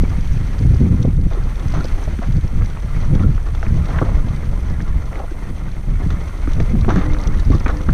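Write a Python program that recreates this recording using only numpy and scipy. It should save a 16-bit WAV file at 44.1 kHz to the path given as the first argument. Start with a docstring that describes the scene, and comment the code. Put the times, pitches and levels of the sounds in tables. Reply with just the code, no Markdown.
"""Stony forest trail: a mountain bike runs down it fast, heard from a camera on the rider.
Tyres crunch, pop and spray stones (coloured random impacts, short decaying sines); jolts thump (sagging sines).
Slams are noise bursts; rattles and clacks ring resonators; knocks and clangs are decaying sines.
The chain ticks (gated noise through resonators) and a brake hums near the end (wavering sine, narrow noise).
Wind buffets the camera case and air hisses past (shaped noise)."""
import sys
import numpy as np
from scipy import signal
from scipy.fft import rfft, irfft
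from scipy.io import wavfile
from scipy.ndimage import uniform_filter1d

SR = 44100
rng = np.random.default_rng(int(sys.argv[2]) if len(sys.argv) > 2 else 0)


def unload_wav(signal):
    """Save mono or channel-first audio to the path in sys.argv[1] as 16-bit WAV at rate SR, clipped to [-1, 1]."""
    wavfile.write(
        sys.argv[1],
        SR,
        np.round(np.clip(np.atleast_2d(signal).T, -1, 1) * 32767).astype(np.int16),
    )


N = 349713
TIME = np.arange(N) / SR
FREQS = np.fft.rfftfreq(N, 1 / SR)


def undb(db):
    """Decibels to gain."""
    return 10 ** (np.asarray(db) / 20)


def unit(x):
    """Scale to rms 1."""
    return x / np.sqrt(np.mean(x ** 2) + 1e-20)


def curves(table):
    """Columns of a (t/s, ..) table, interpolated to one value a sample."""
    s, *columns = np.transpose(table)
    return [np.interp(TIME, s, c) for c in columns]


def colour(x, points):
    """Filter by (f/Hz, level/dB) points; falls 23 dB/octave beyond the ends."""
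    hz, db = np.transpose(points)
    octave, known = np.log2(FREQS + 1), np.log2(hz)
    outside = np.abs(octave - np.clip(octave, known.min(), known.max()))
    gain_db = np.interp(octave, known, db) - 23 * outside
    return irfft(rfft(x) * undb(gain_db), N)


def resonate(x, hz, width):
    """One resonance, gain 1 at its centre."""
    b, a = signal.iirpeak(min(hz, SR / 3), hz / min(width, SR / 5), fs=SR)
    return signal.lfilter(b, a, x)


def muffle(x, hz):
    """Steep low-pass."""
    return signal.sosfilt(signal.butter(4, min(hz, SR / 3), fs=SR, output="sos"), x)


def lowpass(x, order, hz):
    """Zero-phase low-pass, for splitting bands."""
    return signal.sosfiltfilt(signal.butter(order, hz, fs=SR, output="sos"), x)


def walk(rate):
    """Random levels held 1 / rate s and slewed; rms 1."""
    k = max(int(SR / rate), 1)
    held = np.repeat(rng.standard_normal(N // k + 1), k)
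    return unit(uniform_filter1d(held, k)[:N])


def fade(t, t60):
    """Exponential decay, 60 dB down after t60."""
    return np.exp(-np.log(1000) * t / max(t60, 1e-3))


def add(out, s, sound, db):
    """Mix a sound in at time s; db is the level of its loudest 2 ms."""
    start = max(int(s * SR), 0)
    part = sound[:max(N - start, 0)]
    loudest = np.sqrt(uniform_filter1d(sound ** 2, size=88).max())
    out[start:start + len(part)] += undb(db) * part / loudest


def grains(rate, spread_db):
    """Random tiny impacts: many faint, a few strong."""
    size = undb(spread_db * np.minimum(rng.exponential(size=N), 4.5))
    return unit((rng.random(N) < rate / SR) * size * rng.choice([-1, 1], N))


# tyre levels before trim: [t/s, crunch level/dB, grit level/dB]
TYRE_LEVELS = [(0.03, -36, -46), (0.2, -40, -47), (0.73, -40.5, -46.5), (1.19, -46, -53.5),
               (1.66, -38.5, -47), (1.86, -38.5, -45), (2.56, -42.5, -50), (3.0, -37.5, -47.5),
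               (3.42, -42.5, -51), (4.03, -35, -46.5), (4.14, -37, -48), (4.69, -40, -51),
               (5.12, -39, -50.5), (5.47, -41, -51), (5.8, -43, -53), (6.07, -38.5, -48.5),
               (6.78, -38.5, -48), (7.07, -34, -48), (7.42, -37, -47.5), (7.88, -39, -50)]
# crushed-stone spectrum, relative: [f/Hz, level/dB]
CRUNCH_SPECTRUM = [(210, 4.5), (350, 1.5), (503, -2.5), (585, -2), (742, -5.5), (1110, -6.5), (1430, -7.5),
                   (1560, -27), (2110, -7.5), (2300, -29.5), (2900, -32), (3770, -26), (6380, -120)]
# fine-grit spectrum, relative: [f/Hz, level/dB]
GRIT_SPECTRUM = [(1470, 9.5), (2500, 6.5), (2840, 0.5), (3110, 3.5), (3530, 0), (3870, -1.5), (4390, 0.5),
                 (5010, -6.5), (5900, 0), (6200, 2), (6910, -12), (7400, -18), (9620, -45), (16300, -120)]
# ploughed-stone spectrum, relative: [f/Hz, level/dB]
PLOUGH_SPECTRUM = [(250, 4), (430, 3.5), (582, -5), (816, -2), (916, -11), (1000, -3), (1280, -0.5),
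                   (1570, -13), (1820, -8), (2760, -46), (3120, -38), (3600, -16), (4680, -64),
                   (7920, -120)]
CRUNCH_TRIM_DB, GRIT_TRIM_DB = 1, 2


def tyres(crunch_db, grit_db):
    """Knobs crush stones and spray grit in uneven patches; bumps dig in and plough bigger stones aside."""
    dig = np.zeros(N)
    for s, db, _, t60 in BUMP_RATTLES:
        bite = np.clip((TIME - s) / 0.00083 + .5, 0, 1)
        dig += undb(db) * bite * fade(np.maximum(TIME - s, 0), 4.7 * t60)
    patch = walk(45)
    stones = unit(colour(grains(rate=800, spread_db=1.5), CRUNCH_SPECTRUM))
    big = lowpass(stones, 2, 900)
    coarse_db = 0.96 * walk(30)  # ground varies between coarse and fine stones
    mixed = big * undb(coarse_db) + (stones - big) * undb(-coarse_db)
    crunch = mixed * undb(crunch_db + 2.1 * patch + CRUNCH_TRIM_DB)
    ploughed = unit(colour(grains(rate=1200, spread_db=2.5), PLOUGH_SPECTRUM)) * undb(-5.0) * dig
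    grit = unit(colour(grains(rate=6700, spread_db=2.5), GRIT_SPECTRUM))
    rolling = undb(grit_db + 0.43 * patch + 1.42 * walk(110) + GRIT_TRIM_DB)
    return crunch + ploughed + grit * np.hypot(rolling, undb(-18.5) * dig)


PEBBLE_DB = -3  # against the untrimmed crunch
PEBBLE_HZ, PEBBLE_T60_S = (570, 2292), (0.0087, 0.078)  # big to small; dead to ringing


def pebbles(crunch_db, count):
    """Pebbles pop from under the knobs, each with its own pitch and ring; each strikes again within 18 ms."""
    out, t = np.zeros(N), TIME[:SR // 25]
    for when, size, ring, bounce in rng.random((count, 4)):
        hz = np.interp(size, (0, 1), PEBBLE_HZ)
        t60 = np.interp(ring, (0, 1), PEBBLE_T60_S)
        main = np.sin(2 * np.pi * hz * t) * fade(t, t60)
        low = np.sin(2 * np.pi * 0.577 * hz * t) * fade(t, t60 / 2)
        pop = main - undb(-4.0) * low
        at = int(when * N)
        db = crunch_db[at] + PEBBLE_DB
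        add(out, TIME[at], pop, db)
        add(out, TIME[at] + 0.018 * bounce, pop, db - 1.5)
    return muffle(out, 2600)


# tyre slides that throw stones: [t/s, length/s, level/dB, middle f/Hz]
SLIDE_SPRAYS = [(1.74, 0.093, -37.5, 1010), (2.215, 0.033, -31.5, 980), (3.932, 0.059, -32.5, 970),
                (4.045, 0.059, -32.5, 890), (5.125, 0.051, -36.5, 690), (5.178, 0.073, -35, 770),
                (6.113, 0.07, -46, 1000), (6.886, 0.04, -29, 1160), (6.959, 0.11, -35, 1300),
                (7.661, 0.036, -30, 1380)]
SPRAY_STONES_PER_S, SPRAY_OCTAVES = 850, 0.74  # octaves either side of the middle
SPRAY_T60_CYCLES = 8.4


def sprays(count):
    """A sliding tyre throws stones in quick uneven succession, each clicking at its own pitch and strength."""
    out, t = np.zeros(N), TIME[:SR // 5]
    for s, length, db, middle_hz in SLIDE_SPRAYS:
        jitter, size, strength, side = rng.random((4, count, 1))
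        when = (np.arange(count)[:, None] + 2 * jitter - 1) / SPRAY_STONES_PER_S
        hz = middle_hz * 2 ** (SPRAY_OCTAVES * (1 - 2 * size))
        cycles = np.maximum(t - when, 0) * hz
        within = np.clip((length - when) / 0.013 + .5, 0, 1)
        weight = np.sign(side - .5) * undb(10 * strength) * within
        clicks = weight * np.sin(2 * np.pi * cycles) * fade(cycles, SPRAY_T60_CYCLES)
        shower = np.sum(clicks, axis=0)
        rms = np.sqrt(np.sum(shower ** 2) / (length * SR))
        start = int(s * SR)
        out[start:start + len(t)] += (undb(db) * shower / rms)[:N - start]
    return muffle(out, 4600)


# jolts through the rider: [t/s, level before 3 dB cut/dB, nominal f/Hz, t60/s]
JOLTS = [(0.035, -9, 245, 0.018), (0.65, -8, 129, 0.094), (0.806, -7.5, 248, 0.058),
         (0.878, -13, 166, 0.086), (0.944, -11, 216, 0.044), (1.077, -11, 238, 0.036),
         (1.371, -21, 378, 0.024), (1.772, -14.5, 185, 0.038), (2.191, -14.5, 220, 0.025),
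         (2.446, -6, 110, 0.039), (3.153, -9, 210, 0.032), (4.016, -13, 324, 0.063),
         (5.315, -23, 335, 0.032), (5.507, -23.5, 257, 0.025), (6.062, -11, 168, 0.073),
         (6.16, -21, 188, 0.072), (6.476, -14, 288, 0.025), (6.602, -13.5, 225, 0.014),
         (6.735, -11, 222, 0.093), (6.88, -9, 227, 0.031), (6.92, -14, 311, 0.077),
         (6.959, -6.5, 180.4, 0.18), (6.972, -13.5, 290, 0.094), (7.502, -8, 267, 0.038),
         (7.547, -14.5, 302, 0.027), (7.662, -16, 272, 0.033), (7.886, -9.5, 218, 0.037)]


def thumps():
    """A jolt shakes the camera mount for a few dull cycles; the note sags as the load comes off."""
    out, t = np.zeros(N), TIME[:SR // 5]
    for s, db, hz, t60 in JOLTS:
        push = 1 - fade(t, 0.024)
        phase = 2 * np.pi * hz * np.cumsum(0.911 + 0.15 * fade(t, 2 * t60)) / SR
        note = np.sin(phase) + undb(-11.5) * np.sin(1.47 * phase)
        add(out, s, push * note * fade(t, t60), db - 3.0)
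    return out


# wheel into ground or rock: [t/s, level/dB, bottom f/Hz, top f/Hz, contact/s]
WHEEL_SLAMS = [(0.81, -22, 230, 650, 0.005), (1.049, -17.5, 350, 830, 0.0036),
               (3.986, -20, 950, 2400, 0.0029), (4.014, -13.5, 200, 1330, 0.012),
               (6.882, -16, 220, 1300, 0.013), (6.903, -21, 600, 1850, 0.0098),
               (6.958, -20, 300, 2140, 0.0069), (7.659, -20.5, 248, 2170, 0.011),
               (7.69, -20.5, 600, 2000, 0.008), (7.888, -18.5, 850, 1770, 0.0016)]
# bike response to a slam, relative: [f/Hz, level/dB]
THUD_SPECTRUM = [(200, 4), (380, 2), (650, -8.5), (900, -13), (1200, -7.5), (1650, -10), (2400, -20.5),
                 (4000, -3)]
SLAM_T60_S = 0.042


def slams():
    """A wheel hits hard: the whole bike judders while contact lasts, then stops short."""
    out, t = np.zeros(N), TIME[:SR // 10]
    judder = colour(rng.standard_normal(N), THUD_SPECTRUM)
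    for s, db, bottom_hz, top_hz, contact_s in WHEEL_SLAMS:
        body = np.roll(judder, -int(s * SR))[:len(t)]
        body = muffle(muffle(body, top_hz), top_hz)
        body = signal.sosfilt(signal.butter(3, bottom_hz, "highpass", fs=SR, output="sos"), body)
        body = body / np.sqrt(uniform_filter1d(body ** 2, size=176) + 1e-20)  # even strength
        envelope = (1 - fade(t, 0.0019)) * fade(np.maximum(t - contact_s, 0), SLAM_T60_S)
        add(out, s, body * envelope, db)
    return out


# bumps over rock or root: [t/s, level before 4 dB cut/dB, clang centre f/Hz, blows t60/s]
BUMP_RATTLES = [(1.311, -27.5, 645, 0.13), (1.739, -21.5, 732, 0.065), (1.755, -45, 1090, 0.067),
                (3.2, -27.5, 552, 0.088), (3.464, -29.5, 1300, 0.05), (3.888, -25.5, 670, 0.12),
                (6.103, -25.5, 1250, 0.034), (6.89, -18.5, 810, 0.091), (6.966, -27.5, 1390, 0.061),
                (7.012, -27, 1000, 0.039), (7.516, -25.5, 900, 0.072), (7.699, -23, 1400, 0.043)]
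# bike modes, also rung by clacks: [nominal f/Hz, width/Hz, relative level/dB]
FRAME_MODES = [(456, 81, 28), (650, 150, 21), (810, 66, -3), (810, 170, 15), (1240, 96, 17.5),
               (1240, 160, 20), (1440, 42, 15.5), (1640, 120, 9), (3300, 330, 8)]


def rattles():
    """Bumps set loose parts chattering; quick blows ring the frame modes near the clang's centre."""
    out, t = np.zeros(N), TIME[:SR // 4]
    for s, db, centre_hz, t60 in BUMP_RATTLES:
        blows = rng.standard_normal(len(t)) * (rng.random(len(t)) < 800 / SR) * fade(t, t60)
        blows[0] = 1.26  # a firm first blow
        shift = 1 + 0.02 * rng.standard_normal(len(FRAME_MODES))  # load on the bike moves the modes
        ring = np.zeros(len(t))
        for k, (hz, width, gain_db) in enumerate(FRAME_MODES):
            gain = undb(gain_db - 19 * abs(np.log2(hz / centre_hz)))
            ring += (-1) ** k * gain * resonate(blows, hz * shift[k], width)
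        add(out, s, ring, db - 4.0)
    return muffle(out, 4400)


# stones on frame and rims: [t/s, level before final low-passes/dB, f/Hz]
STONE_CLACKS = [(2.189, -29.5, 1310), (2.621, -28, 1320), (2.772, -26.5, 990), (3.195, -27, 1990),
                (3.379, -27.5, 1200), (3.549, -25.5, 920), (3.629, -19, 1380), (3.666, -23.5, 1740),
                (3.961, -26, 1500), (4.094, -28, 940), (4.804, -26, 1700), (5.13, -29, 1900),
                (5.156, -28, 1970), (6.474, -25.5, 1270), (6.601, -21.5, 1570), (6.753, -33, 1350),
                (6.847, -22.5, 1130), (7.019, -26, 1210), (7.147, -24, 1300), (7.167, -25, 940),
                (7.663, -17, 1360), (7.89, -29, 1360)]


def clacks():
    """A stone gives a dead knock with a dry crack; the frame rings faintly and crumbs scatter."""
    out, t = np.zeros(N), TIME[:SR // 10]
    for s, db, hz in STONE_CLACKS:
        crumbs = 0.094 * rng.standard_normal(len(t)) * fade(t, 0.021)
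        contact = signal.unit_impulse(len(t)) + crumbs
        knock = resonate(resonate(contact, hz, 590), hz, 840)
        ring = sum(undb(gain_db) * resonate(contact, f, width) for f, width, gain_db in FRAME_MODES)
        crack = resonate(contact, 1930, 600)
        clack = knock + undb(-22.5) * ring + undb(-10) * crack
        add(out, s, muffle(clack, 3.2 * hz), db)
    return muffle(muffle(out, 2840), 3300)


# bike on wood or bedded stone: [t/s, level/dB, f/Hz]
HOLLOW_KNOCKS = [(1.05, -24.5, 607), (1.35, -27, 470), (1.847, -21.5, 505), (2.077, -24.5, 610),
                 (3.63, -25.5, 643), (3.897, -27, 666), (5.199, -26, 800), (6.603, -24.5, 685),
                 (6.753, -31, 720)]
# knock modes: [multiple of f, relative level/dB]
HOLLOW_MODES = [(0.7, -1.5), (1, 1.5), (1.22, -9)]
KNOCK_T60_S = 0.034


def knocks():
    """A blunt blow rings a few close, low modes: a hollow 'tock' without a crack."""
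    out, t = np.zeros(N), TIME[:SR // 10]
    for s, db, hz in HOLLOW_KNOCKS:
        ring = sum(undb(gain_db) * np.sin(2 * np.pi * multiple * hz * t)
                   for multiple, gain_db in HOLLOW_MODES)
        add(out, s, ring * (1 - fade(t, 0.0058)) * fade(t, KNOCK_T60_S), db)
    return out


# glancing blows that leave one part ringing: [t/s, level/dB, f/Hz, t60/s]
PART_CLANGS = [(1.807, -28.5, 1415, 0.045), (3.232, -30, 1380, 0.074), (4.018, -22, 1143, 0.025),
               (7.528, -25.5, 1160, 0.11), (7.66, -32, 2460, 0.049)]


def clangs():
    """A short metallic note; a weaker close partner roughens it."""
    out, t = np.zeros(N), TIME[:SR // 5]
    for s, db, hz, t60 in PART_CLANGS:
        partner = np.sin(2 * np.pi * (0.95 * hz * t + rng.random()))
        pair = np.sin(2 * np.pi * hz * t) + undb(-2.5) * partner
        add(out, s, pair * (1 - fade(t, 0.0056)) * fade(t, t60), db)
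    return out


ROUGH_S = (7.1, 8.3)  # steep, rough stretch; ticks past the end of the scene are dropped
SLAP_DB, SLAP_SPREAD_DB, SLAP_HZ = -40.5, 3, (3020, 6060)  # spread is +-


def slaps(count):
    """Light ticks of the slapping chain at random moments of the rough stretch: (t/s, level/dB, f/Hz)."""
    when, strength, pitch = rng.random((count, 3)).T
    s = np.interp(when, (0, 1), ROUGH_S)
    db = SLAP_DB + SLAP_SPREAD_DB * (2 * strength - 1)
    return list(zip(s, db, np.interp(pitch, (0, 1), SLAP_HZ)))


JINGLE_DB, JINGLE_SPREAD_DB = 4, 4  # against the untrimmed grit; spread is +-


def jingles(grit_db, count):
    """The chain is never quite still: faint ticks grow with ground roughness: (t/s, level/dB, f/Hz)."""
    when, strength, pitch = rng.random((count, 3)).T
    at = (when * N).astype(int)
    db = grit_db[at] + JINGLE_DB + JINGLE_SPREAD_DB * (2 * strength - 1)
    return list(zip(TIME[at], db, np.interp(pitch, (0, 1), SLAP_HZ)))


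# chain on guide and cogs: [t/s, level before the case/dB, f/Hz]
CHAIN_TICKS = [(1.028, -35, 3720), (1.334, -39.5, 3610), (1.722, -39, 4200), (1.807, -39, 4300),
               (1.843, -33, 4530), (1.854, -33.5, 4900), (2.6597, -38.5, 4000), (3.151, -36, 3280),
               (3.5503, -39, 3430), (4.362, -42, 3600), (6.1047, -39, 3700), (6.5333, -34.5, 3520),
               (6.602, -37, 3300), (6.81, -37, 4200), (6.903, -35, 3200), (6.959, -32, 3000),
               (7.134, -36, 3450), (7.186, -38, 3870), (7.213, -38, 5870), (7.237, -35.5, 4530),
               (7.272, -31, 5940), (7.396, -35.5, 4200), (7.5512, -39, 4500), (7.598, -38, 5200),
               (7.681, -35, 3800)]


def chain(grit_db):
    """Steel links click in a quick uneven stutter, ring very short, coloured by the camera case."""
    out, t = np.zeros(N), TIME[:SR // 12]
    for s, db, hz in CHAIN_TICKS + slaps(count=18) + jingles(grit_db, count=90):
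        stutter = rng.standard_normal(len(t)) * (0.39 + (rng.random(len(t)) < 2500 / SR))
        scrape = stutter * (1 - fade(t, 0.014)) * fade(t, 0.018)
        link = resonate(scrape, hz, 600)
        link += undb(-9) * resonate(scrape, 4100, 1600)
        link += undb(-2.5) * resonate(scrape, 5830, 520)
        add(out, s - .001, link, db)
    dull = lowpass(out, 8, 6500)
    return dull + undb(-10) * (out - dull)  # some sharp edge gets through the case


# dragging brake: [t/s, f before waver/Hz, main note level/dB]
BRAKE_DRAG = [(7.0, 304, -40), (7.06, 302, -27), (7.15, 301, -29.5), (7.2, 298, -43), (7.32, 298, -35.5),
              (7.45, 298, -55), (7.6, 307, -52), (7.77, 301, -30), (7.93, 295, -59)]


def brake():
    """Pads dragging on the disc hum a wavering note with a weaker upper mode."""
    hz, db = curves(BRAKE_DRAG)
    pressed = np.clip((TIME - 6.96) / 0.03, 0, 1)
    phase = 2 * np.pi * np.cumsum(hz * (1 + 0.0048 * walk(40))) / SR
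    upper = unit(resonate(rng.standard_normal(N), 500, 6.9))
    return pressed * undb(db) * (np.sqrt(2) * np.sin(phase) + undb(-8.5) * upper)


GUST_ATTACK_S, GUST_T60_S = 0.032, 0.15


def gust(start, length):
    """A gust builds up quickly, holds and dies away."""
    rise = np.clip((TIME - start) / GUST_ATTACK_S + .5, 0, 1)
    return rise * fade(np.maximum(TIME - start - length, 0), GUST_T60_S)


# steady flow on the case, before eddy trims: [t/s, level/dB]
STEADY_FLOW = [(0.03, -13.5), (0.9, -17.5), (1.32, -13.5), (1.45, -18), (2.89, -18.5), (3.15, -15.5),
               (4.99, -18), (5.17, -20), (6.44, -20.5), (6.63, -13.5), (7.42, -15.5), (7.88, -20)]
# gusts on the case: [start t/s, length/s, rumble level/dB, flutter level/dB]
CASE_GUSTS = [(0.0, 0.0085, -7.5, -10), (0.294, 0.033, -11.5, -25), (0.594, 0.18, -18, -13),
              (0.785, 0.068, -24, -12), (0.871, 0.08, -29, -11), (0.99, 0.11, -30, -13),
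              (1.133, 0.13, -17, -15.5), (1.38, 0.12, -17, -27.5), (1.646, 0.15, -18.5, -19),
              (1.912, 0.043, -13, -31), (2.063, 0.041, -20, -22.5), (2.274, 0.014, -9, -11.5),
              (2.323, 0.058, -15, -17), (2.435, 0.0072, -13, -15.5), (2.527, 0.11, -12.5, -18.5),
              (2.924, 0.22, -15.5, -21.5), (3.112, 0.18, -17, -15), (3.274, 0.087, -12.5, -28),
              (3.5, 0.072, -19, -25), (3.67, 0.14, -16.5, -16), (3.903, 0.21, -25, -18.5),
              (4.094, 0.11, -12, -20), (4.476, 0.076, -16.5, -23), (4.68, 0.036, -17.5, -23),
              (4.883, 0.083, -14.5, -21.5), (5.87, 0.12, -14.5, -24), (6.028, 0.14, -18.5, -23),
              (6.418, 0.21, -15, -28.5), (6.69, 0.3, -18, -17), (7.084, 0.051, -10.5, -24),
              (7.26, 0.15, -14.5, -22.5), (7.46, 0.096, -13, -15.5), (7.611, 0.099, -14.5, -25),
              (7.859, 0.046, -12, -13.5)]
RUMBLE_DB, FLUTTER_DB = -2, -12  # large and small eddies against the steady flow


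def wind_levels():
    """Large- and small-eddy levels in dB: gusts add their power to the steady flow."""
    flow_db, = curves(STEADY_FLOW)
    rumble = undb(flow_db + RUMBLE_DB) ** 2
    flutter = undb(flow_db + FLUTTER_DB + 2 * walk(14)) ** 2
    for start, length, rumble_db, flutter_db in CASE_GUSTS:
        shape = gust(start, length)
        rumble = rumble + (undb(rumble_db) * shape) ** 2
        flutter = flutter + (undb(flutter_db) * shape) ** 2
    return 10 * np.log10(rumble), 10 * np.log10(flutter)


def eddies(spectrum, span_s):
    """Turbulent pressure, power evened over span_s so that the gusts set its strength."""
    x = colour(rng.standard_normal(N), spectrum)
    k = max(int(span_s * SR), 2)
    power = uniform_filter1d(uniform_filter1d(x ** 2, k), k)
    return unit(x / np.sqrt(power + 1e-20))


# large-eddy spectrum, relative: [f/Hz, level/dB]
RUMBLE_SPECTRUM = [(7.1, -36), (12, 3.5), (32, 4.5), (85, -6.5), (110, -23), (190, -120)]
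# small-eddy spectrum, relative: [f/Hz, level/dB]
FLUTTER_SPECTRUM = [(44, -6), (75, 3), (156, -2.5), (306, -18), (442, -29.5), (507, -25.5), (560, -42.5),
                    (800, -44), (1040, -85), (1760, -120)]


def wind():
    """Large eddies rumble; small ones flutter on top in bursts and reach higher in a lasting gust."""
    rumble_db, flutter_db = wind_levels()
    rumble = eddies(RUMBLE_SPECTRUM, span_s=0.06) * undb(rumble_db + 0.29 * walk(27))
    small = eddies(FLUTTER_SPECTRUM, span_s=0.046)
    slow = lowpass(small, 3, 230)
    lasting_db = uniform_filter1d(flutter_db, size=SR // 3)
    reach = undb(np.minimum(0.15 * (lasting_db + 14.5) + 3.5 * walk(45) - 2, 2))
    flutter = (slow + reach * (small - slow)) * undb(flutter_db + 3.3 * walk(50))
    return rumble + flutter


# air-rush spectrum, relative: [f/Hz, level/dB]
HISS_SPECTRUM = [(4000, -44), (6800, -5), (7840, -1.5), (8890, 2), (11800, -7.5), (13900, -8), (15300, -7)]
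AIR_DB, AIR_DB_PER_GRIT_DB = -57.5, 0.47  # level at mean grit; both grow with speed


def air(grit_db):
    """Smooth high hiss of air passing the case, stronger when the bike runs fast."""
    air_db = AIR_DB + AIR_DB_PER_GRIT_DB * (grit_db - grit_db.mean())
    hiss = unit(colour(rng.standard_normal(N), HISS_SPECTRUM))
    return hiss * undb(air_db + 0.66 * walk(25))


def scene():
    """Everything rides with the camera in the open, so there is no echo."""
    crunch_db, grit_db = curves(TYRE_LEVELS)
    ground = tyres(crunch_db, grit_db) + pebbles(crunch_db, count=420) + sprays(count=100)
    blows = thumps() + slams() + rattles() + clacks() + knocks() + clangs()
    bike = blows + chain(grit_db) + brake()
    return (ground + bike + wind() + air(grit_db))[None]


TOP_HZ, CEILING = 15300, 0.81


def record(dry):
    """The camera rounds the biggest pressure swings and cuts the top."""
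    rounded = dry / (1 + (dry / CEILING) ** 6) ** (1 / 6)
    return signal.sosfilt(signal.ellip(10, .2, 80, TOP_HZ, fs=SR, output="sos"), rounded)


dry = scene()
out = record(dry)
unload_wav(out)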